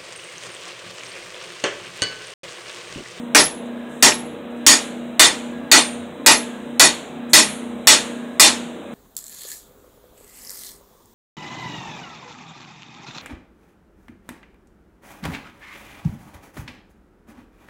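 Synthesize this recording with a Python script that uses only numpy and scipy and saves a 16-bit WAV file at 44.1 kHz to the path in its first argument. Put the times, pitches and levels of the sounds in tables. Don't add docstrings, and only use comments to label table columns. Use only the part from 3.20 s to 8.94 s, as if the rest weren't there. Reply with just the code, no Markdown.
import sys
import numpy as np
from scipy import signal
from scipy.io import wavfile
from scipy.ndimage import uniform_filter1d

SR = 44100
rng = np.random.default_rng(int(sys.argv[2]) if len(sys.argv) > 2 else 0)


def makeup_ratio(level_db):
    decades = np.asarray(level_db, float) / 20
    return 10 ** decades


def generate_wav(sig):
    pcm = np.round(np.clip(np.atleast_2d(sig).T, -1, 1) * 32767).astype(np.int16)
    wavfile.write(sys.argv[1], SR, pcm)


N = 253134


def evened(x):
    return x / np.sqrt(np.mean(x ** 2) + 1e-20)


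def read(points, hz):
    f, value = np.transpose(points)
    return np.interp(np.log(hz + 1), np.log(f + 1), value)


def add(mix, start_s, sound):
    part = mix[round(start_s * SR):][:len(sound)]
    part += sound[:len(part)]


def resonate(x, hz, width_hz):
    turn = np.exp(2j * np.pi * hz * np.arange(len(x)) / SR)
    r = np.exp(-np.pi * width_hz / SR)
    return 2 * (turn * signal.lfilter([1 - r], [1, -r], x / turn)).real


def drift(per_s, count):
    steps = rng.standard_normal((count, int(N / SR * 50) + 2))
    span = max(int(25 / per_s), 1)
    smooth = uniform_filter1d(uniform_filter1d(steps, span), span)
    return np.array([np.interp(np.arange(N) * 50 / SR, np.arange(len(c)), evened(c)) for c in smooth])


def noise(shape_db, count, size, patchy_db, patch_frames=8):
    hz = np.fft.rfftfreq(size, 1 / SR)[:, None]
    s = np.arange(count * 4 // size + 3) * size / 4 / SR
    a, b, patches = rng.standard_normal((len(s), len(hz), 3)).T
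    patches = evened(uniform_filter1d(uniform_filter1d(patches, 3, axis=0), patch_frames, axis=1))
    z = (a + 1j * b) * makeup_ratio(shape_db(hz, s) + patchy_db * patches)
    return signal.istft(z, nperseg=size, noverlap=size * 3 // 4)[1][:count] / size


def steady(points, count, size, patchy_db):
    return evened(noise(lambda hz, s: read(points, hz) + 0 * s, count, size, patchy_db))


# (start_s, strength_db, tilt_db_per_octave, crash_damping_factor, shed_tail_db)
BLOWS = [(0.148, 0, -1.4, 0.87, -2.8), (0.825, 1.5, 0, 0.99, -3), (1.465, 4.5, 1.2, 0.96, 0),
         (1.995, 5.5, 0.1, 1, -0.1), (2.515, 5, -0.55, 0.95, -0.4), (3.062, 4.5, -0.5, 1, -1.7),
         (3.596, 4.5, -0.26, 1.03, -0.2), (4.133, 5.5, 1.5, 1, 0.8), (4.671, 4, 0.5, 0.89, 2.5),
         (5.197, 4, 1.46, 0.89, 2.5)]
# (along -1..1, across -1..1, slant -1..1, thud_db)
LANDING = [(1, 0.13, -0.78, 2), (0.83, -0.0079, 0.38, 3), (0.079, -1.0, -0.02, -2),
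           (0.14, -0.04, -1.02, -3.5), (-0.44, 0.0, -0.52, -1.7), (0.048, 1.0, 0.04, 0.5),
           (-0.84, -0.36, 0.35, -1.5), (-0.48, -0.29, 0.21, -1.5), (-0.58, -0.11, 0.32, -2.2),
           (-0.42, 0.18, -0.32, -1.5)]
# (lowest_db, lower_pair_db, upper_pair_db, faint_pair_db, t60_factor)
HORN_LEVELS = [(-54, -45.5, -34, -67.5, 1.06), (-72.5, -39.5, -49, -65, 1.13),
               (-43.5, -43.5, -61, -48.5, 0.95), (-47, -59, -68.5, -58, 0.56), (-34, -44, -53, -64, 0.92),
               (-50, -39, -51, -60, 0.75), (-44.5, -53.5, -57.5, -59, 0.56), (-37, -35, -58.5, -63.5, 1.25),
               (-44.5, -50, -50, -65, 1.5), (-52, -62.5, -47, -60, 0.74)]


def hammering(mix):
    for (start_s, *how), (*landing, thud_db), levels in zip(BLOWS, LANDING, HORN_LEVELS):
        add(mix, start_s, blow(*how, landing, thud_db))
        add(mix, start_s, horn(*levels))


# (freq_hz, level_db_per_hz)
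CRASH = [(100, -33.5), (400, -7.5), (900, -1), (1600, -2), (2500, -0.5), (3000, -2), (4500, -0.5),
         (7000, 1), (9000, -1), (11000, -10.5), (13000, -7), (16000, -10.5)]
# (freq_hz, t60_s)
CRASH_T60 = [(200, 0.28), (1000, 0.19), (4000, 0.2), (8000, 0.18), (11000, 0.16), (13000, 0.079),
             (16000, .07)]
# (freq_hz, level_db_per_hz)
SHED = [(200, -38.5), (1000, -28.5), (3600, -26), (4200, -30), (5100, -46.5), (6800, -31), (9500, -38),
        (12000, -46), (16000, -63)]
# (freq_hz, t60_s)
SHED_T60 = [(300, .6), (3000, 0.6), (5000, 0.54), (8000, 0.64), (14000, 0.44)]
# (freq_hz, width_hz, level_db)
STUMP = [
    (39.5, 20, -21),
    (304, 82, -1.3),
    (612, 25, -2.5),
    (864, 59, -3.5),
]


def blow(strength_db, tilt_db, damping, tail_db, landing, thud_db):
    t = np.arange(int(.6 * SR)) / SR

    def crash_db(hz, s):
        tilt = tilt_db * np.log2(hz / 3000 + 0.017)
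        return read(CRASH, hz) + tilt - 60 * s * damping / read(CRASH_T60, hz)

    def shed_db(hz, s):
        return read(SHED, hz) + tail_db - 60 * s / read(SHED_T60, hz)

    crash = noise(crash_db, len(t), size=512, patchy_db=2.5, patch_frames=12)
    tail = noise(shed_db, len(t), size=256, patchy_db=0.5)
    knocks = rng.standard_normal(len(t)) * makeup_ratio(-60 * t / 0.26)
    thud = sum(makeup_ratio(db) * resonate(knocks, hz, width_hz) for hz, width_hz, db in STUMP)
    sound = makeup_ratio(39.5) * (crash + tail) + makeup_ratio(21.5) * rings(t, landing) + makeup_ratio(thud_db + 11) * thud
    onset = np.minimum(t / 0.00019, 1)
    fade = np.minimum((t[-1] - t) / .1, 1)
    return makeup_ratio(strength_db) * sound * onset * fade


ANVIL_HZ = [1846, 1908, 1968, 2458, 3570, 3780, 4310, 4525, 5545, 6510, 6750, 6962]
# (level_db, t60_s, change_along_db, change_across_db, change_slant_db)
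ANVIL = [(-24.5, 0.27, 3.7, -2, 1), (-29.5, 0.31, -0.5, 1.5, 3), (-24, 0.24, -3, 0.6, 1.5),
         (-25.5, 0.31, -4, 5, 0), (-24.5, 0.24, -5, -0.7, -7.5), (-32, 0.29, -10.5, 3.5, -1.5),
         (-27, 0.2, -13.5, 4.5, -1), (-22.5, 0.16, -2, -2.5, 1.5), (-27, 0.23, 2, -3.0, 10.5),
         (-30.5, 0.15, -4.5, -10, -2.5), (-29, 0.18, -1.7, -16, 1.5), (-29.5, 0.27, -7.5, -2, 4)]


def rings(t, landing):
    db, t60_s, *change_db = np.transpose(ANVIL)[:, :, None]
    t60_s = np.minimum(t60_s, .2)
    db = db + np.tensordot(landing, change_db, axes=1) - 60 * t / t60_s
    shake = makeup_ratio(-4) * flutter(t, rough=.8, step_s=.007, count=len(ANVIL))
    return (makeup_ratio(db) * shake * np.exp(2j * np.pi * np.outer(ANVIL_HZ, t))).real.sum(0)


def flutter(t, rough, step_s, count):
    a, b = rng.standard_normal((2, count, 120))
    shake = np.array([np.interp(t, np.arange(120) * step_s, c) for c in a + 1j * b])
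    return (1 - rough + rough * shake) * np.exp(2j * np.pi * rng.random((count, 1)))


HORN_HZ = [8790, 10660, 10870, 10970, 12790]
HORN_T60 = [0.38, .42, 0.34, 0.25, 0.4]


def horn(low_db, lower_db, upper_db, faint_db, t60_factor):
    bloom_s, settle_s, top_mode_db = 0.065, .2, -13
    t = np.arange(int(.6 * SR)) / SR
    t60_s = t60_factor * np.array(HORN_T60)[:, None]
    start_db = np.array([low_db, faint_db, lower_db, upper_db, faint_db + top_mode_db])[:, None]
    db = start_db + 3 - 60 * (t - .16) / t60_s
    rough = .12 + .5 * np.exp(-t / settle_s)
    shake = flutter(t, rough, step_s=.012, count=len(HORN_HZ))
    swell = 1 - np.exp(-(t / bloom_s) ** 2)
    return swell * (makeup_ratio(db) * shake * np.exp(2j * np.pi * np.outer(HORN_HZ, t))).real.sum(0)


# (start_s, level_db, pitch_hz)
REBOUNDS = [
    (.254, -35, 11000),
    (0.921, -22.5, 2380),
]


def rebounds(mix):
    t = np.arange(900) / SR
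    for start_s, db, hz in REBOUNDS:
        tap = rng.standard_normal(len(t))
        for _ in range(2):
            tap = resonate(tap, hz, 0.44 * hz)
        add(mix, start_s, makeup_ratio(db) * evened(tap) * 3 * np.exp(-t / 0.0037))


# (freq_hz, level_db_per_hz)
HISS = [(4200, -27), (5200, -26), (6200, -7.5), (8300, -0.3), (10000, -10.5), (12000, -15.5),
        (15500, -26.5)]
# (start_s, length_s, level_db)
SWISHES = [
    (.455, .02, -60),
    (.68, 0.16, -57),
    (1.3, 0.035, -65),
    (1.36, .04, -63),
    (4.091, 0.054, -47),
    (5.715, 0.044, -60),
]


def swishes(mix):
    for start_s, length_s, db in SWISHES:
        cloth = steady(HISS, int(length_s * SR), size=256, patchy_db=-0.5)
        add(mix, start_s, makeup_ratio(db) * cloth * signal.windows.tukey(len(cloth), .3))


# (shaft_multiple, level_db, waver_db)
ORDERS = [(3, -23, 3.5), (5, -19.5, -1), (7, -10, 4), (9, -12, 4.5), (10, -14, 4.5), (11, -13, 3.5),
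          (12, -15.5, 2.5), (14, -28, 4.5), (15, -16, 2.5), (16, -9, 1.5), (19, -15.5, 3.5), (20, -15.5, 2),
          (22, -21, 5.5)]


def motor():
    shaft_hz, slip_hz = 30.01, 1.124
    t = np.arange(N) / SR
    turns = np.cumsum(shaft_hz * (1 + .001 * drift(2.5, count=1)[0])) / SR
    multiple, db, waver_db = np.transpose(ORDERS)[:, :, None]
    phase = rng.random((len(ORDERS), 1))
    level_db = -33.5 + db + waver_db * drift(4.2, count=len(ORDERS))
    orders = (makeup_ratio(level_db) * np.sin(2 * np.pi * (multiple * turns + phase))).sum(0)
    eighth = makeup_ratio(-33) * (throb(t, slip_hz) * np.exp(2j * np.pi * 8 * turns)).imag
    whine_db = -57.5 + 8 * np.cos(2 * np.pi * slip_hz * (t - .65))
    whine = evened(resonate(rng.standard_normal(N), hz=1644, width_hz=45))
    return orders + eighth + makeup_ratio(whine_db) * whine


# (slip_multiple, level_db, sign_at_null)
SIDE_TONES = [(-1, -9, -1), (-2, -5.5, -1), (-3, -23.5, 1)]


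def throb(t, slip_hz):
    null_s = 0.29
    multiple, db, sign = np.transpose(SIDE_TONES)[:, :, None]
    slip = multiple * slip_hz * (t - null_s)
    return 1 + (sign * makeup_ratio(db) * np.exp(2j * np.pi * slip)).sum(0)


# (freq_hz, level_db_per_hz)
ROAR = [(30, -55), (70, -10), (100, -25), (110, -49), (134, -49), (148, -4.5), (300, -6.5), (600, -5),
        (750, -9), (1700, -18), (3100, -22), (4000, -22.5), (4400, -68.5), (6000, -83)]
# (time_s, hiss_db)
AIR = [(0, -56), (.1, -64.5), (.55, -66), (.8, -63.5), (1.28, -69.5), (1.45, -63), (1.9, -64), (2.4, -68),
       (2.95, -64.5), (3.5, -61), (4.05, -69), (4.6, -61), (5.1, -61), (5.74, -62.5)]


def wash():
    t = np.arange(N) / SR
    roar_db = -39.5 + 13 * stirred(t)
    hiss_db = np.interp(t, *np.transpose(AIR)) + 11 * stirred(t)
    roar = steady(ROAR, N, size=4096, patchy_db=1.9)
    hiss = steady(HISS, N, size=512, patchy_db=0.5)
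    return makeup_ratio(roar_db) * roar + makeup_ratio(hiss_db) * hiss


def stirred(t):
    stir_s = 0.11
    since_s = t - np.array(BLOWS)[:, :1]
    return np.where(since_s > 0, np.exp(-abs(since_s) / stir_s), 0).max(0)


def scene():
    mix = motor() + wash()
    hammering(mix)
    rebounds(mix)
    swishes(mix)
    return mix[None]


def limit(dry):
    power_db = 10 * np.log10(abs(uniform_filter1d(dry[0] ** 2, 90)) + 1e-12)
    fall_db = np.arange(N) * 1100.0 / SR
    over_db = np.maximum(np.maximum.accumulate(power_db + fall_db) - fall_db + 9.0, 0)
    held = dry / makeup_ratio(0.73 * uniform_filter1d(over_db, 40))
    knee = 5.1
    return 1.091 * held / (1 + abs(held) ** knee) ** (1 / knee)


def starve(x):
    from_hz, under_db, loud_frame_db = 12900, 41, -27
    hz, _, z = signal.stft(x, SR, nperseg=1024)
    power = abs(z) ** 2
    band = np.add.reduceat(power, np.arange(0, len(hz), 16), axis=1)
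    band = np.repeat(band, 16, axis=1)[:, :len(hz)]
    total = power.sum(1, keepdims=True)
    weak = (band * makeup_ratio(2 * under_db) < total) & (total > makeup_ratio(2 * loud_frame_db))
    kept = z * ~(weak & (hz[:, None] > from_hz))
    return signal.istft(kept, SR, nperseg=1024)[1][:, :N]


def top_cut(x):
    return signal.sosfilt(signal.butter(12, 16470, fs=SR, output="sos"), x)


def record(dry):
    bass_cut = signal.butter(1, 50, "high", fs=SR, output="sos")
    band_limit = signal.ellip(10, .3, 70, 15720, fs=SR, output="sos")
    heard = signal.sosfilt(bass_cut, limit(dry))
    self_noise = makeup_ratio(-72.5) * np.diff(rng.standard_normal(N + 2), 2)
    limited = signal.sosfilt(band_limit, heard + self_noise)
    finished = np.clip(starve(limited), -1, 1)
    return top_cut(finished)


dry = scene()
out = record(dry)
generate_wav(out)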